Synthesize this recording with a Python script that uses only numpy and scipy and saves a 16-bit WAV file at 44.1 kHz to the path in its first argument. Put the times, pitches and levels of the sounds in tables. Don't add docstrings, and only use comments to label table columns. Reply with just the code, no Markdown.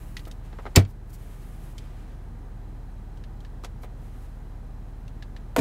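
import sys
import numpy as np
from scipy import signal
from scipy.io import wavfile

SR = 44100
rng = np.random.default_rng(int(sys.argv[2]) if len(sys.argv) > 2 else 0)


def materialize(psi):
    bounded = np.clip(np.atleast_2d(psi).T, -1, 1)
    quanta = np.round(bounded * 32767).astype(np.int16)
    wavfile.write(sys.argv[1], SR, quanta)


N = 247048
TIME = np.arange(N) / SR
AGE = TIME[:SR // 3]
BAND_EDGES = 20 * 2 ** (np.arange(30) / 3)
BAND_CENTRES = np.sqrt(BAND_EDGES[1:] * BAND_EDGES[:-1])

# (multiple of the firing rate, rms level [dB])
ENGINE_ORDERS = [(1, -38.5), (2, -55.5), (3, -50.5), (4, -59)]
# (frequency [Hz], rms level [dB])
FAN_TONES = [(59.2, -46), (91.8, -52), (130, -57), (134.3, -65.5)]
# (frequency [Hz], relative density [dB])
RUMBLE_SPECTRUM = [(20, -1), (35, -6), (55, -2), (100, 6.5), (150, 3), (250, 0), (400, -10.5), (600, -42.5)]
# (frequency [Hz], relative density [dB])
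VENT_SPECTRUM = [(250, -20.5), (400, 4), (550, -2.5), (800, 0.5), (1200, -10), (1700, -9.5), (2400, -19),
                 (3200, -20), (4100, -25), (5500, -26.5), (9000, -28.5), (15000, -38)]
# (frequency [Hz], width [Hz], rms level [dB])
DUCT_MODES = [(765, 150, -66), (1216, 90, -70.5), (1600, 150, -74), (4070, 80, -82)]
# (start [s], length [s], relative level [dB], treble limit [Hz])
ARM_MOVES = [(0, .2, -61, 14960), (0.453, .3, -61.5, 6500), (1.13, .55, -60, 12000),
             (1.801, .26, -59, 5503), (4.02, .25, -64, 9477)]
# (frequency [Hz], relative density [dB])
CLOTH_SPECTRUM = [(400, 0.5), (1200, 5.5), (2500, 3.5), (5000, -4.5), (9000, 0.5), (13000, 3.5),
                  (15500, -2)]
# (frequency [Hz], t60 [s])
CABIN_DECAY = [(80, 0.66), (300, 0.12), (1000, .13), (3000, 0.13), (7000, 0.11), (15000, 0.1)]
# (time [s], level [dB], pitch [Hz])
CLICKS = [(0.1680, -37, 1950), (0.1928, -50, 1950), (0.2523, -53.5, 2920), (0.313, -48, 3740),
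          (1.7809, -46, 3150), (3.1723, -62, 3297), (3.2380, -53, 1700), (3.4045, -59, 3230),
          (3.4487, -52.5, 1746), (3.6456, -43.5, 3400), (5.0794, -56, 2700), (5.2242, -46, 1700),
          (5.3636, -49.5, 1770)]
# (frequency [Hz], relative density [dB])
CLICK_PANELS = [(700, -16), (1300, -9), (2000, 0), (4000, 4), (8000, -1), (12000, 2.5), (15000, 1)]
# (time [s], touch level [dB], knock level [dB], treble limit [Hz])
PRESSES = [(0.2708, -45, -52, 2000), (0.5282, -48, -62, 3180), (0.5866, -40.5, -48, 2060),
           (0.6541, -37.5, -35, 2197), (3.6374, -41.5, -41.5, 6000), (3.8332, -45.5, -48, 3130)]
# (frequency [Hz], relative density [dB])
PRESS_PANELS = [(200, 23.5), (1000, 11), (2000, 2.5), (4000, -1), (8000, -2), (12000, -5.5), (15000, -5.5)]
# (frequency [Hz], width [Hz], relative level [dB])
PRESS_MODES = [(384, 50, 0), (700, 55, 1), (1290, 76.8, -1), (2060, 80, -7), (3970, 94, -7.5)]
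# (middle [s], level [dB], length [s])
RUBS = [(0.28, -53, 0.0096), (0.9, -60, 0.036), (1.104, -58, 0.014), (1.143, -50, 0.021),
        (3.638, -59, 0.0074), (3.837, -57, 0.025)]
# (time [s], level [dB], bass limit [Hz], treble limit [Hz])
LATCH_CONTACTS = [(0.7543, -31, 294, 2200), (0.7594, -13.5, 2630, 15020), (0.7625, -20.5, 493, 4960),
                  (0.766, -21, 1000, 9030), (0.8496, -50.5, 903, 4500)]
CONSOLE_CONTACTS = [(5.5638, -21.5, 430, 14000), (5.5655, -24, 920, 2500), (5.578, -23.5, 148, 700),
                    (5.5823, -28.5, 203, 7000), (5.5853, -21, 150, 9000), (5.5895, -30.5, 1500, 12000),
                    (5.5925, -18, 110, 590)]
# (frequency [Hz], width [Hz], relative level [dB])
LATCH_MODES = [(948, 50, -2.5), (1096, 26, -5), (1548, 49, -4.5), (1830, 51, -7.5), (2304, 20, -5.5),
               (2590, 37, -5.5), (3130, 69, -2.5), (3590, 79, -20.5), (3820, 55, -7.5), (4400, 77, -1.5),
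               (4710, 55, -2.5), (5380, 75, -5.5), (6850, 160, -3.5), (7280, 75, 2.5), (8064, 70, -13.5),
               (9170, 76, -8), (14300, 70, -5)]
CONSOLE_MODES = [(130, 31, -0.5), (258, 22, 7), (344, 27, -17), (490, 33, 3), (597, 26, -18),
                 (646, 10, -2.5), (923, 38, -6), (1056, 50, -8), (1710, 130, -8.5), (1850, 43, -18),
                 (2360, 57, -11), (2900, 47, -35.5), (3660, 32, -17.5), (6500, 55, -17), (6900, 51, -27.5)]
# (frequency [Hz], relative density [dB])
DASH_PANELS = [(100, 12), (400, 0), (800, -7.5), (1600, 3), (4500, -3.5), (7500, -8), (10500, -12),
               (14500, -11), (16000, -16)]
CONSOLE_PANELS = [(100, 6.5), (250, 13.5), (600, -4.5), (1000, -7.5), (2000, -12), (4000, -18.5),
                  (8000, -20), (15000, -19)]
# (frequency [Hz], level [dB], t60 [s])
THUMP_MODES = [(76, -21, 0.053), (97.25, -1.5, 0.2), (131.6, -8, .115), (150, -10.5, .08),
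               (226, -14.5, .08), (274, -12.5, 0.09), (355.5, -17, 0.07), (442, -21, 0.12),
               (492.3, -22.5, 0.1097), (611.7, -25.5, 0.13), (677, -21, .12)]


def from_db(db):
    return 10 ** (np.asarray(db) / 20)


def rms_one(x):
    return x / np.sqrt(np.mean(x ** 2, axis=-1, keepdims=True) + 1e-20)


def at_hz(points, hz):
    known, values = np.transpose(points)
    return np.interp(np.log(hz), np.log(known), values)


def add(out, s, sound):
    start = round(s * SR)
    out[start:start + len(sound)] += sound[:N - start]


def butter(x, hz, kind, order=2):
    return signal.sosfilt(signal.butter(order, hz, kind, fs=SR, output="sos"), x)


def drift(rate_hz):
    knots = rng.standard_normal(256)
    return np.interp(TIME * rate_hz, np.arange(len(knots)), knots)


def noise_bands():
    white = rng.standard_normal((2, N))
    edges = zip(BAND_EDGES, BAND_EDGES[1:])
    return np.array([butter(white[k % 2], edge, "band") for k, edge in enumerate(edges)])


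def coloured(bands, spectrum):
    gains = from_db(at_hz(spectrum, BAND_CENTRES)) * np.sqrt(BAND_CENTRES)
    return rms_one(gains @ rms_one(bands))


def engine_idle(bands, firing_hz, wander_hz, waver_db, rumble_db):
    firings = np.cumsum(firing_hz + wander_hz * drift(1.2)) / SR
    tones = [(order * firings, db) for order, db in ENGINE_ORDERS]
    tones += [(hz * TIME, db) for hz, db in FAN_TONES]
    hum = np.zeros(N)
    for cycles, db in tones:
        amplitude = np.sqrt(2) * from_db(db + waver_db * drift(4))
        hum += amplitude * np.sin(2 * np.pi * (cycles + rng.random()))
    return hum + from_db(rumble_db) * coloured(bands, RUMBLE_SPECTRUM)


def ventilation(hiss_db, waver_db):
    air = from_db(hiss_db) * coloured(noise_bands(), VENT_SPECTRUM)
    for hz, width_hz, level_db in DUCT_MODES:
        ring = signal.lfilter(*signal.iirpeak(hz, hz / width_hz, fs=SR), rng.standard_normal(N))
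        air += from_db(level_db + waver_db * drift(3.5)) * rms_one(ring)
    return air


def arm_motion(attack_s=.042, release_s=.12, resting_db=-80, resting_hz=7500):
    power = from_db(resting_db) ** 2
    brightness = power * resting_hz
    for s, length_s, level_db, high_hz in ARM_MOVES:
        fade = np.maximum(s - TIME, 0) / attack_s + np.maximum(TIME - s - length_s, 0) / release_s
        move = (from_db(level_db) * np.exp(-fade)) ** 2
        power += move
        brightness += move * high_hz
    return 10 * np.log10(power), brightness / power


def clothing(gain_db, flutter_db):
    movement_db, high_hz = arm_motion()
    cloth = sum(from_db(at_hz(CLOTH_SPECTRUM, hz)) * band / np.hypot(1, (hz / high_hz) ** 2)
                for hz, band in zip(BAND_CENTRES, noise_bands()))
    return from_db(movement_db + gain_db + flutter_db * drift(35)) * rms_one(cloth)


def panel_ring(bands, spectrum, t60, cabin_db):
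    start = rng.integers(len(AGE), N - len(AGE))
    direct = from_db(-60 * AGE / t60)
    tail = from_db(cabin_db - 60 * AGE / at_hz(CABIN_DECAY, BAND_CENTRES)[:, None])
    return coloured(bands[:, start:start + len(AGE)] * np.hypot(direct, tail), spectrum)


def mode_ring(modes, plastic_loss=.007):
    hz, width, db = np.transpose(modes)
    width = np.maximum(width, plastic_loss * hz)
    strength = from_db(db + rng.standard_normal(len(hz))) * np.sqrt(width) * (-1) ** np.arange(len(hz))
    arrival_s = rng.uniform(0, .0012, (len(hz), 1))
    age = np.maximum(AGE - arrival_s, 0)
    rings = np.sin(2 * np.pi * hz[:, None] * age) * np.exp(-np.pi * width[:, None] * age)
    return rms_one(strength @ rings)


def contact(ring, level_db, low_hz, high_hz):
    ring = butter(ring, low_hz, "high")
    ring = butter(ring, high_hz, "low")
    return from_db(level_db) * ring / np.std(ring[:SR // 100])


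def clicks(bands, part_db, overtone_db):
    out = np.zeros(N)
    for s, level_db, pitch_hz in CLICKS:
        modes = (pitch_hz, 0), (2.3 * pitch_hz, overtone_db)
        part = mode_ring([(hz, 55 + .018 * hz, db) for hz, db in modes])
        ring = panel_ring(bands, CLICK_PANELS, t60=.053, cabin_db=-27) + from_db(part_db) * part
        add(out, s, contact(ring, level_db, low_hz=.45 * pitch_hz, high_hz=2.1 * pitch_hz))
    return out


def presses(bands, modes_db, free_play_s):
    out = np.zeros(N)
    for s, touch_db, knock_db, high_hz in PRESSES:
        for delay_s, level_db in ((0, touch_db), (free_play_s, knock_db)):
            ring = panel_ring(bands, PRESS_PANELS, t60=.08, cabin_db=-23)
            ring += from_db(modes_db) * mode_ring(PRESS_MODES)
            add(out, s + delay_s, contact(ring, level_db, low_hz=440.6, high_hz=high_hz))
    return out


def rubs(grain_db, low_hz):
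    out = np.zeros(N)
    for s, level_db, length_s in RUBS:
        grains = rng.standard_normal(len(AGE)) * from_db(grain_db * rng.standard_normal(len(AGE)))
        hiss = rms_one(butter(grains, low_hz, "high"))
        swell = np.exp(-2 * ((AGE - AGE.mean()) / length_s) ** 2)
        add(out, s - AGE.mean(), from_db(level_db) * swell * hiss)
    return out


def closing_lid(bands, contacts, modes, panels, modes_db, t60):
    out = np.zeros(N)
    for s, level_db, low_hz, high_hz in contacts:
        ring = panel_ring(bands, panels, t60, cabin_db=-5) + from_db(modes_db) * mode_ring(modes)
        add(out, s, contact(ring, level_db, low_hz, high_hz))
    return out


def glove_box_thump(bands, s, shudder_lead_s, squash_s):
    out = np.zeros(N)
    shudder = panel_ring(bands, DASH_PANELS, t60=.13, cabin_db=-9.5)
    add(out, s - shudder_lead_s, contact(shudder, level_db=-15.5, low_hz=240, high_hz=551))
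    squash = 1 - np.exp(-AGE / squash_s)
    for hz, level_db, t60 in THUMP_MODES:
        add(out, s, -squash * from_db(level_db - 60 * AGE / t60) * np.sin(2 * np.pi * hz * AGE))
    return out


def gain_control(x, threshold_db, slope, attack_s, release_db_per_s):
    over_db = np.maximum(20 * np.log10(np.abs(x) + 1e-9) - threshold_db, 0)
    recovery = release_db_per_s * TIME
    cut_db = np.maximum.accumulate(slope * over_db + recovery, axis=-1) - recovery
    attack = np.exp(-1 / (attack_s * SR))
    return x * from_db(-signal.lfilter([1 - attack], [1, -attack], cut_db))


def scene():
    bands = noise_bands()
    latch = closing_lid(bands, LATCH_CONTACTS, LATCH_MODES, DASH_PANELS, modes_db=-.5, t60=.04)
    console = closing_lid(bands, CONSOLE_CONTACTS, CONSOLE_MODES, CONSOLE_PANELS, modes_db=1.5, t60=.042)
    thump = glove_box_thump(bands, s=.7732, shudder_lead_s=.007, squash_s=.0012)
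    handling = clicks(bands, part_db=-7.5, overtone_db=-4.5)
    handling += presses(bands, modes_db=-9.5, free_play_s=.0098)
    handling += rubs(grain_db=6, low_hz=3600)
    engine = engine_idle(bands, firing_hz=37.7, wander_hz=.12, waver_db=.3, rumble_db=-48)
    air = ventilation(hiss_db=-57, waver_db=.5)
    cloth = clothing(gain_db=-1.5, flutter_db=1.75)
    return (engine + air + cloth + handling + latch + thump + console)[None]


def record(dry):
    heard = butter(dry, 29, "high", order=4)
    heard = gain_control(heard, threshold_db=-8, slope=.27, attack_s=.02, release_db_per_s=3.5)
    rounded = heard / (1 + np.abs(heard / .9) ** 6) ** (1 / 6)
    return signal.sosfilt(signal.ellip(10, .2, 80, 15700, fs=SR, output="sos"), rounded)


dry = scene()
out = record(dry)
materialize(out)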